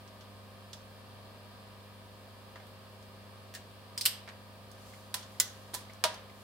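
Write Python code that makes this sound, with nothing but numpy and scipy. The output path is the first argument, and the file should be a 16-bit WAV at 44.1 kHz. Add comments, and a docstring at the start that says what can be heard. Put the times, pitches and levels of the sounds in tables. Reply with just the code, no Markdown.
"""Work at an open electrical cabinet. From the start, transformers hum and a cooling fan runs.
A stripper ticks and snips a wire; ratchet pliers creak as they crimp a terminal, then near 4 s the pawl
slips and the jaws spring open. A sleeve rustles, the wire squeaks and taps, the terminal clinks on
metal, and near 6 s a tool knocks on a plastic cable duct. Each impact excites the damped modes of
its object and is followed by reflections from the cabinet and the workshop."""
import sys
import numpy as np
from scipy import signal
from scipy.fft import rfft, irfft
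from scipy.io import wavfile
from scipy.ndimage import uniform_filter1d

SR = 44100
rng = np.random.default_rng(int(sys.argv[2]) if len(sys.argv) > 2 else 0)


def unload_audio(sound):
    """Save the sound as a 16-bit wav file, at the path given as the first command line argument."""
    columns = np.transpose(np.atleast_2d(sound))
    # keep every value between -1 and 1, then stretch to whole-number steps
    steps = np.round(np.clip(columns, -1, 1) * 32767)
    wavfile.write(sys.argv[1], SR, steps.astype(np.int16))


N = 283563

# contact spectrum of creaks and squeaks: (f/Hz, level/dB)
FRICTION_COLOUR = [(150, -25), (700, -7.5), (1350, -4), (1800, -2.5), (2600, -6), (4300, -11.5),
                   (9000, -24), (11000, -34), (15000, -35)]


def plier_jaws():
    """Elastic release: the jaws let go, spring open against their stop and rebound."""
    releases = [(4.0542, -26, 1), (4.0595, -19.5, -1)]  # impacts: (t/s, level/dB, tilt/(dB/octave))
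    colour = [(250, -36), (900, -21.5), (1900, -12), (2400, -11), (3000, -2.5), (3700, -5), (4900, -2),
              (5700, -7.5), (6900, -12.5), (8400, -1.5), (10300, -10), (12300, -1.5), (15500, -14.5)]  # contact spectrum: (f/Hz, level/dB)
    modes = [(2220, -14.5, 0.19), (2780, 4, 0.028), (3110, -23, .4), (3106, 8, 0.033), (4240, -8, 0.087),
             (4630, -4, 0.082), (4770, -11, .2), (4900, -17, 0.12), (8600, -6, .1), (8620, -7, 0.081),
             (9700, -14, .1), (12120, -10, 0.085)]  # jaw resonances: (f/Hz, level/dB, T60/s)
    snaps = blows(releases, contact_ms=3.5, ring_db=-5)
    snaps = bouncing(snaps, gap_s=.0053, loss_db=13, contact_ms=1.3, brighter_db=-2, damped_db=11)
    return strikes(snaps, colour, modes, cabinet_db=-.5, cabinet_t60=.091, room_db=-9.5, side=.61)


def ratchet_pawl():
    """Impact excitation: the pawl slips over each tooth, lands and rebounds."""
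    slips = [(3.9776, -33, -1.5), (4.011, -30.5, 0)]  # tooth impacts: (t/s, level/dB, tilt/(dB/octave))
    colour = [(300, -37), (1400, -17), (2800, -9.5), (4200, -0.5), (5100, 1.5), (6500, -10.5), (8800, -2),
              (11000, -11.5), (15000, -14)]  # contact spectrum: (f/Hz, level/dB)
    modes = [(4740, -4, 0.059), (5060, 2, 0.074), (5430, -17, .07), (8300, -24, .06)]  # pawl resonances: (f/Hz, level/dB, T60/s)
    teeth = blows(slips, contact_ms=1.3, ring_db=-1)
    teeth = bouncing(teeth, gap_s=.0043, loss_db=7.5, contact_ms=1.7, brighter_db=1, damped_db=5)
    return strikes(teeth, colour, modes, cabinet_db=4.5, cabinet_t60=.059, room_db=-5, side=.63)


def plier_creaks():
    """Stick-slip friction: handles, pivot and terminal give way in brief jerks under load."""
    slips = [(2.5575, -47, -3.5), (2.6, -55, -1.5), (3.5402, -45, 10), (3.5503, -41.5, 7.5),
             (4.277, -46, -2.5), (4.289, -46, 0)]  # jerks: (t/s, level/dB, tilt/(dB/octave))
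    modes = [(1671, 9, 0.1), (1820, 8, 0.11), (2273, -13, 0.071)]  # pivot resonances: (f/Hz, level/dB, T60/s)
    jerks = blows(slips, contact_ms=1.9, ring_db=-7)
    return strikes(jerks, FRICTION_COLOUR, modes, cabinet_db=3.5, cabinet_t60=.11, room_db=-8.5, side=.71)


def terminal_clink():
    """Free vibration: the crimped terminal snaps against metal and rings."""
    impacts = [(5.3998, -19.5, 2)]  # snap: (t/s, level/dB, tilt/(dB/octave))
    colour = [(100, -45), (400, -7.5), (1100, -6), (1900, -0.5), (2450, -9), (3300, 2), (5000, -0.5),
              (6300, 2.5), (7400, -2), (8300, -4.5), (13000, -6.5), (15500, -8)]  # contact spectrum: (f/Hz, level/dB)
    modes = [(1490, -18.5, 0.4), (1830, -12, 0.12), (2013, -6.5, 0.15), (3480, -7, 0.085), (4980, 0, 0.07),
             (5360, -9, 0.12), (6300, -11, 0.16), (7220, -1, 0.043), (7370, 4.5, 0.03), (7370, 12, 0.024),
             (7900, -18, .16), (9100, 4, 0.035)]  # metal resonances: (f/Hz, level/dB, T60/s)
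    clinks = blows(impacts, contact_ms=2.8, ring_db=-.1)
    return strikes(clinks, colour, modes, cabinet_db=7, cabinet_t60=.07, room_db=-6.5, side=.64)


def duct_knock():
    """Inelastic collision: a tool lands on the hollow plastic duct and rebounds twice."""
    landing = [(6.0396, -21, 1)]  # impact: (t/s, level/dB, tilt/(dB/octave))
    colour = [(60, -36), (220, -16), (400, -8), (620, 7), (820, -1.5), (1600, -1.5), (2300, -4.5),
              (3600, 0.5), (5800, -5.5), (7500, -13.5), (9000, -8.5), (11500, -17.5), (15500, -21)]  # contact spectrum: (f/Hz, level/dB)
    modes = [(496, -5, 0.039), (575, -19, .1), (626, -6.5, 0.25), (708, 2, 0.072), (958, 2, 0.23),
             (1023, -14, 0.56), (1220, -13, 0.31), (1520, -16, 0.12), (1642, -14.5, 0.33)]  # duct resonances: (f/Hz, level/dB, T60/s)
    knocks = blows(landing, contact_ms=2.2, ring_db=-7.5)
    knocks = bouncing(knocks, gap_s=.0049, loss_db=9, contact_ms=2, brighter_db=-1.5, damped_db=4,
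                      gap_growth=1.73, count=2)
    return strikes(knocks, colour, modes, cabinet_db=-1, cabinet_t60=.087, room_db=-12.5, side=.73)


def wire_taps():
    """Impact noise: wire and fingers tap the plastic terminal blocks, which ring only weakly."""
    impacts = [(5.142, -29.5, -1.5), (5.736, -42, -7), (5.7412, -35, 4), (5.7432, -40.5, 6),
               (5.748, -35, -0.5)]  # taps: (t/s, level/dB, tilt/(dB/octave))
    colour = [(100, -22), (400, -18), (750, -4), (1000, -6), (1300, -3.5), (1900, -2), (2400, -8),
              (3500, 2.5), (5500, 0), (7200, -2), (9500, 0), (15500, -6.5)]  # contact spectrum: (f/Hz, level/dB)
    modes = [(810, -6, 0.14), (968, -2, 0.12), (1000, 0, 0.17), (1820, -8, .1), (3420, -4, .13),
             (3650, -9, 0.098), (6500, -9, 0.093)]  # block resonances: (f/Hz, level/dB, T60/s)
    taps = blows(impacts, contact_ms=6, ring_db=-13.5)
    return strikes(taps, colour, modes, cabinet_db=-8, cabinet_t60=.07, room_db=-8, side=.73)


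def stripper():
    """Transient excitation: snipping and handling set off the stripper's high modes."""
    contacts = [(.077, -59.5, 0), (.208, -55, -6.5), (.7312, -44.5, 0), (2.669, -55, 20), (3.026, -62, 0),
                (4.715, -55.5, 7), (5.228, -52, -3), (5.934, -57, 7), (6.142, -49.5, 2.5)]  # ticks: (t/s, level/dB, tilt/(dB/octave))
    colour = [(300, -31), (1500, -6), (2400, -10), (3100, 0.5), (5500, 1.5), (8000, -6.5), (11000, -12),
              (15000, -21)]  # contact spectrum: (f/Hz, level/dB)
    modes = [(3050, -4, 0.18), (3500, 5, 0.11), (5450, -19, 0.064)]  # tool resonances: (f/Hz, level/dB, T60/s)
    ticks = blows(contacts, contact_ms=7.1, ring_db=-12)
    return strikes(ticks, colour, modes, cabinet_db=-2, cabinet_t60=.09, room_db=-8, side=.75)


def wire_squeaks():
    """Friction excitation: the insulation slips in the fingers and rings briefly."""
    squeaks = [(4.935, -54.5), (5.897, -51), (6.297, -57)]  # slips: (t/s, level/dB)
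    modes = [(2070, -1, 0.04), (2260, -5, 0.046)]  # insulation resonances: (f/Hz, level/dB, T60/s)
    slips = blows([(s, db, 0) for s, db in squeaks], contact_ms=8, ring_db=2)
    return strikes(slips, FRICTION_COLOUR, modes, cabinet_db=8, cabinet_t60=.08, room_db=-6, side=.8)


def blows(rows, contact_ms, ring_db, halving_tilt_db=6.5):
    """Contact stiffness: a harder, brighter blow is shorter.
    Returns rows of (t/s, level/dB, contact/ms, tilt/(dB/octave), ring re crack/dB)."""
    return [(s, db, contact_ms * 2 ** (-tilt / halving_tilt_db), tilt, ring_db) for s, db, tilt in rows]


def bouncing(events, gap_s, loss_db, contact_ms, brighter_db, damped_db, gap_growth=1, count=1):
    """Restitution: weaker rebounds that ring less follow each blow; the first loses the most."""
    out = list(events)
    for s, db, _, tilt_db, ring_db in events:
        for k in range(count):
            s += gap_s * gap_growth ** k
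            rebound_db = db - loss_db * (1 + k / 10)
            rebound_tilt = tilt_db + brighter_db * (k + 1)
            out.append((s, rebound_db, contact_ms * (k + 1), rebound_tilt, ring_db - damped_db))
    return out


def strikes(events, colour, modes, cabinet_db, cabinet_t60, room_db, side, size=32768):
    """Superposition: each blow sums a contact crack, cabinet reflections, room tail and damped modes."""
    out = np.zeros((2, N + size))
    t, hz = np.arange(size) / SR, np.fft.rfftfreq(size, 1 / SR)
    head = t < .01  # levels refer to the first 10 ms
    f, mode_db, t60 = np.transpose(modes)
    pulse = undb(8.5) * (t == 0)  # one clean pulse opens each contact
    hands_pan = undb([[-1.25], [1.25]])  # the hands work right of centre
    for s, db, contact_ms, tilt_db, ring_db in events:
        contact = np.exp(-t * 1000 / max(contact_ms, .2))
        crack = pulse + stereo_noise(size, side) * contact
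        crack /= np.sqrt(np.mean((pulse ** 2 + contact ** 2)[head]))
        cabinet = stereo_noise(size, side) * fade(t, cabinet_t60) * (1 - fade(t, .016))
        burst = crack * hands_pan + undb(cabinet_db) * cabinet + undb(room_db) * workshop(t)
        body = coloured(burst, curve_db(colour, hz) + tilt_db * np.log2(np.maximum(hz, 300) / 3000))
        # the shorter its wavelength, the more a mode differs in phase between the microphones
        spread = side * np.minimum(f / 3000, 1) * rng.choice([-1, 1], len(f))
        phase = rng.uniform(0, 2 * np.pi, len(f)) + np.array([spread, -spread])
        decays = undb(mode_db + tilt_db * np.log2(f / f.mean()))[:, None] * fade(t, t60[:, None])
        decays /= np.sqrt(np.mean(decays[:, head] ** 2, axis=1).sum() / 2)
        partials = decays * np.sin(2 * np.pi * f[:, None] * t + phase[..., None])
        ring = partials.sum(1) * (1 - fade(t, .0033))
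        hit = (body / body[:, head].std() + undb(ring_db) * ring) / np.hypot(1, undb(ring_db))
        start = int(s * SR)
        out[:, start:start + size] += undb(db) * hit
    return out[:, :N]


def workshop(t, low_t60=.63, mid_t60=.37, high_t60=.18):
    """Reverberation: a diffuse field builds up and decays, the treble first."""
    hz = np.fft.rfftfreq(len(t), 1 / SR)
    centres = np.geomspace(500, 16000, 6)
    t60s = np.interp(centres, [500, 4000, 14000], [low_t60, mid_t60, high_t60])
    noise = rfft(stereo_noise(len(t), 1))
    bands = [irfft(noise * np.interp(hz, centres, row)) for row in np.eye(len(centres))]
    return sum(band * fade(t, t60) for band, t60 in zip(bands, t60s)) * (1 - fade(t, .018))


def transformers(mains_hz=50.03, waver_db=.46):
    """Magnetostriction: iron cores flex once each half cycle, so their harmonics peak together."""
    harmonics = [(2, -56), (3, -83), (4, -61.5), (5, -70.5), (6, -75.5), (8, -72), (10, -70.5), (12, -70),
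                 (16, -76)]  # hum: (multiple of the mains frequency, rms level/dB)
    phase = 2 * np.pi * mains_hz * np.arange(N) / SR
    stereo_phase = np.array([[.25], [-.25]])
    return np.sqrt(2) * sum(undb(db + waver_db * walk(4.27)) * np.cos(multiple * phase + stereo_phase)
                            for multiple, db in harmonics)


def fan_tones(shaft_hz=76.2, speed_drift=.000513, waver_db=1.35, wander_rad=.79):
    """Rotational noise: harmonics of the shaft speed waver in the draught."""
    harmonics = [(3, -71), (5, -72), (6, -71.5), (7, -65), (12, -75.5), (14, -73), (16, -74), (17, -80.5),
                 (23, -77.5), (30, -82), (31, -78), (32, -86), (36, -80.5), (44, -82), (57, -80), (63, -84),
                 (67, -82.5)]  # tones: (multiple of the shaft speed, rms level/dB)
    turns = np.cumsum(shaft_hz * (1 + speed_drift * walk(2.98))) / SR
    out = 0
    for multiple, db in harmonics:
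        phase = rng.uniform(0, 2 * np.pi) + wander_rad * walk(7) + np.array([[-.25], [.25]])
        out += undb(db + waver_db * walk(7.7)) * np.sin(2 * np.pi * multiple * turns + phase)
    return np.sqrt(2) * out


def fan_air(level_db=-55.5, swell_db=.33, ripple_db=1.5, ripple_hz=22, edge_hz=5150, lag_ms=.057):
    """Flow noise: the fan's even rush, coloured by panel resonances and the cabinet's standing waves."""
    spectrum = [(20, -19), (58, -0.5), (130, -2), (240, -3.5), (320, -8), (540, -7), (760, -4.5),
                (860, -7.5), (1270, -5), (1400, -14), (1600, -6.5), (2100, -13), (3000, -10.5), (5100, -13)]  # rushing air: (f/Hz, relative spectral level/dB)
    panels = [(650, 81, 7.5), (966.5, 49, 7.5), (1176, 130, 3.5), (1670, 26, 0), (4230, 210, 1)]  # panel resonances: (f/Hz, bandwidth/Hz, gain/dB)
    hz = np.fft.rfftfreq(N, 1 / SR)
    panel_db = sum(peak / (1 + (2 * (hz - f) / band) ** 2) for f, band, peak in panels)
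    grid = np.arange(0, SR / 2, ripple_hz)
    ripple = np.interp(hz, grid, rng.standard_normal(N)[:len(grid)])
    standing_db = ripple_db * ripple * np.minimum(hz / 1500, 1)
    gain = undb(curve_db(spectrum, hz) + panel_db + standing_db) / np.sqrt(1 + (hz / edge_hz) ** 30)
    # long waves reach both microphones alike, short ones almost unrelated
    mid, side = rfft(rng.standard_normal((2, N)))
    width = np.minimum(np.hypot(.23, hz / 1900), .85)
    # the fan stands to the right, so the left microphone hears it a little later
    delay = np.exp(-2j * np.pi * hz * lag_ms / 1000)
    both = np.array([(mid + width * side) * delay, mid - width * side]) / np.hypot(1, width)
    return unit(irfft(both * gain, N)) * undb(level_db + swell_db * walk(4.81))


def sleeve(band_hz=(2500, 11000), grain_db=.9):
    """Friction noise: cloth brushes in a faint hiss that swells and fades with each arm movement."""
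    movements = [(4.9, 0.14, -61.5), (5.49, 0.43, -64.5), (6.42, 0.1, -66)]  # swells: (centre t/s, half length/s, level/dB)
    band = signal.butter(1, band_hz, "bandpass", fs=SR, output="sos")
    t = np.arange(N) / SR
    swell = sum(undb(db) * np.exp(-((t - middle) / half) ** 2) for middle, half, db in movements)
    return unit(signal.sosfilt(band, stereo_noise(N, .99))) * swell * undb(grain_db * walk(150))


def hiss(level_db=-64):
    """Self-noise: the microphones add a smooth, faint hiss."""
    spectrum = [(1000, -3), (5500, -2), (6900, -3.5), (8700, 0.5), (12000, -2), (15700, -3)]  # noise floor: (f/Hz, relative spectral level/dB)
    gain = undb(curve_db(spectrum, np.fft.rfftfreq(N, 1 / SR)))
    return unit(irfft(rfft(stereo_noise(N, 1)) * gain, N)) * undb(level_db)


def supply_whine():
    """Phase modulation: the thin, high tones of the power supplies wander slightly."""
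    tones = [(9808, -103), (13162, -92), (13458, -87), (14363, -99)]  # whine: (f/Hz, rms level/dB)
    t = np.arange(N) / SR
    return np.sqrt(2) * sum(undb(db) * np.sin(2 * np.pi * hz * t + walk(12)) for hz, db in tones)


def microphone_pair(x, merge_hz=1100):
    """Diffraction: long waves reach two close microphones alike; their housing shades short ones."""
    shade = [(1300, 1), (2400, -0.5), (8000, -2), (13500, 3)]  # acoustic shadow: (f/Hz, left minus right level/dB)
    mid = x.mean(0)
    side = signal.sosfilt(signal.butter(1, merge_hz, "highpass", fs=SR, output="sos"), x[0] - mid)
    shade_db = curve_db(shade, np.fft.rfftfreq(N, 1 / SR)) / 2
    return irfft(rfft(np.array([mid + side, mid - side])) * undb([shade_db, -shade_db]), N)


def coloured(x, gain_db):
    """Minimum-phase filter with the given gain per bin: nothing sounds before the blow."""
    size = x.shape[-1]
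    cepstrum = irfft(np.log(undb(gain_db)))
    cepstrum[1:size // 2] *= 2
    cepstrum[size // 2 + 1:] = 0
    return irfft(rfft(x) * np.exp(rfft(cepstrum)))


def undb(db):
    """Level to amplitude ratio."""
    return 10 ** (np.asarray(db) / 20)


def unit(x):
    """Normalisation to rms 1."""
    return x / np.sqrt(np.mean(x ** 2))


def curve_db(points, hz):
    """Interpolation of (f/Hz, level/dB) points on a log-frequency axis."""
    f, db = np.transpose(points)
    return np.interp(np.log(hz + 1), np.log(f), db)


def walk(rate_hz):
    """Low-pass noise: a smooth random drift of rms 1."""
    hold = int(SR / rate_hz)
    steps = np.repeat(rng.standard_normal(N // hold + 1), hold)
    return unit(uniform_filter1d(uniform_filter1d(steps, hold), hold)[:N])


def stereo_noise(size, side):
    """Partial coherence: white noise, alike in both channels at side 0, unrelated at 1."""
    m, s = rng.standard_normal((2, size))
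    return np.array([m + side * s, m - side * s]) / np.sqrt(1 + side ** 2)


def fade(t, t60):
    """Exponential decay, 60 dB in t60."""
    return np.exp(-np.log(1000) * t / t60)


def scene():
    """Superposition of the handwork and the steady sound of the cabinet."""
    tools = stripper() + plier_creaks() + ratchet_pawl() + plier_jaws()
    wiring = wire_squeaks() + wire_taps() + terminal_clink() + duct_knock()
    cabinet = transformers() + fan_tones() + supply_whine() + fan_air()
    return microphone_pair(tools + wiring) + cabinet + hiss() + sleeve()


def record(dry, top_hz=15750):
    """Band limiting: a steep low-pass removes the top of the treble."""
    return signal.sosfilt(signal.ellip(10, .2, 80, top_hz, fs=SR, output="sos"), dry)


dry = scene()
out = record(dry)
unload_audio(out)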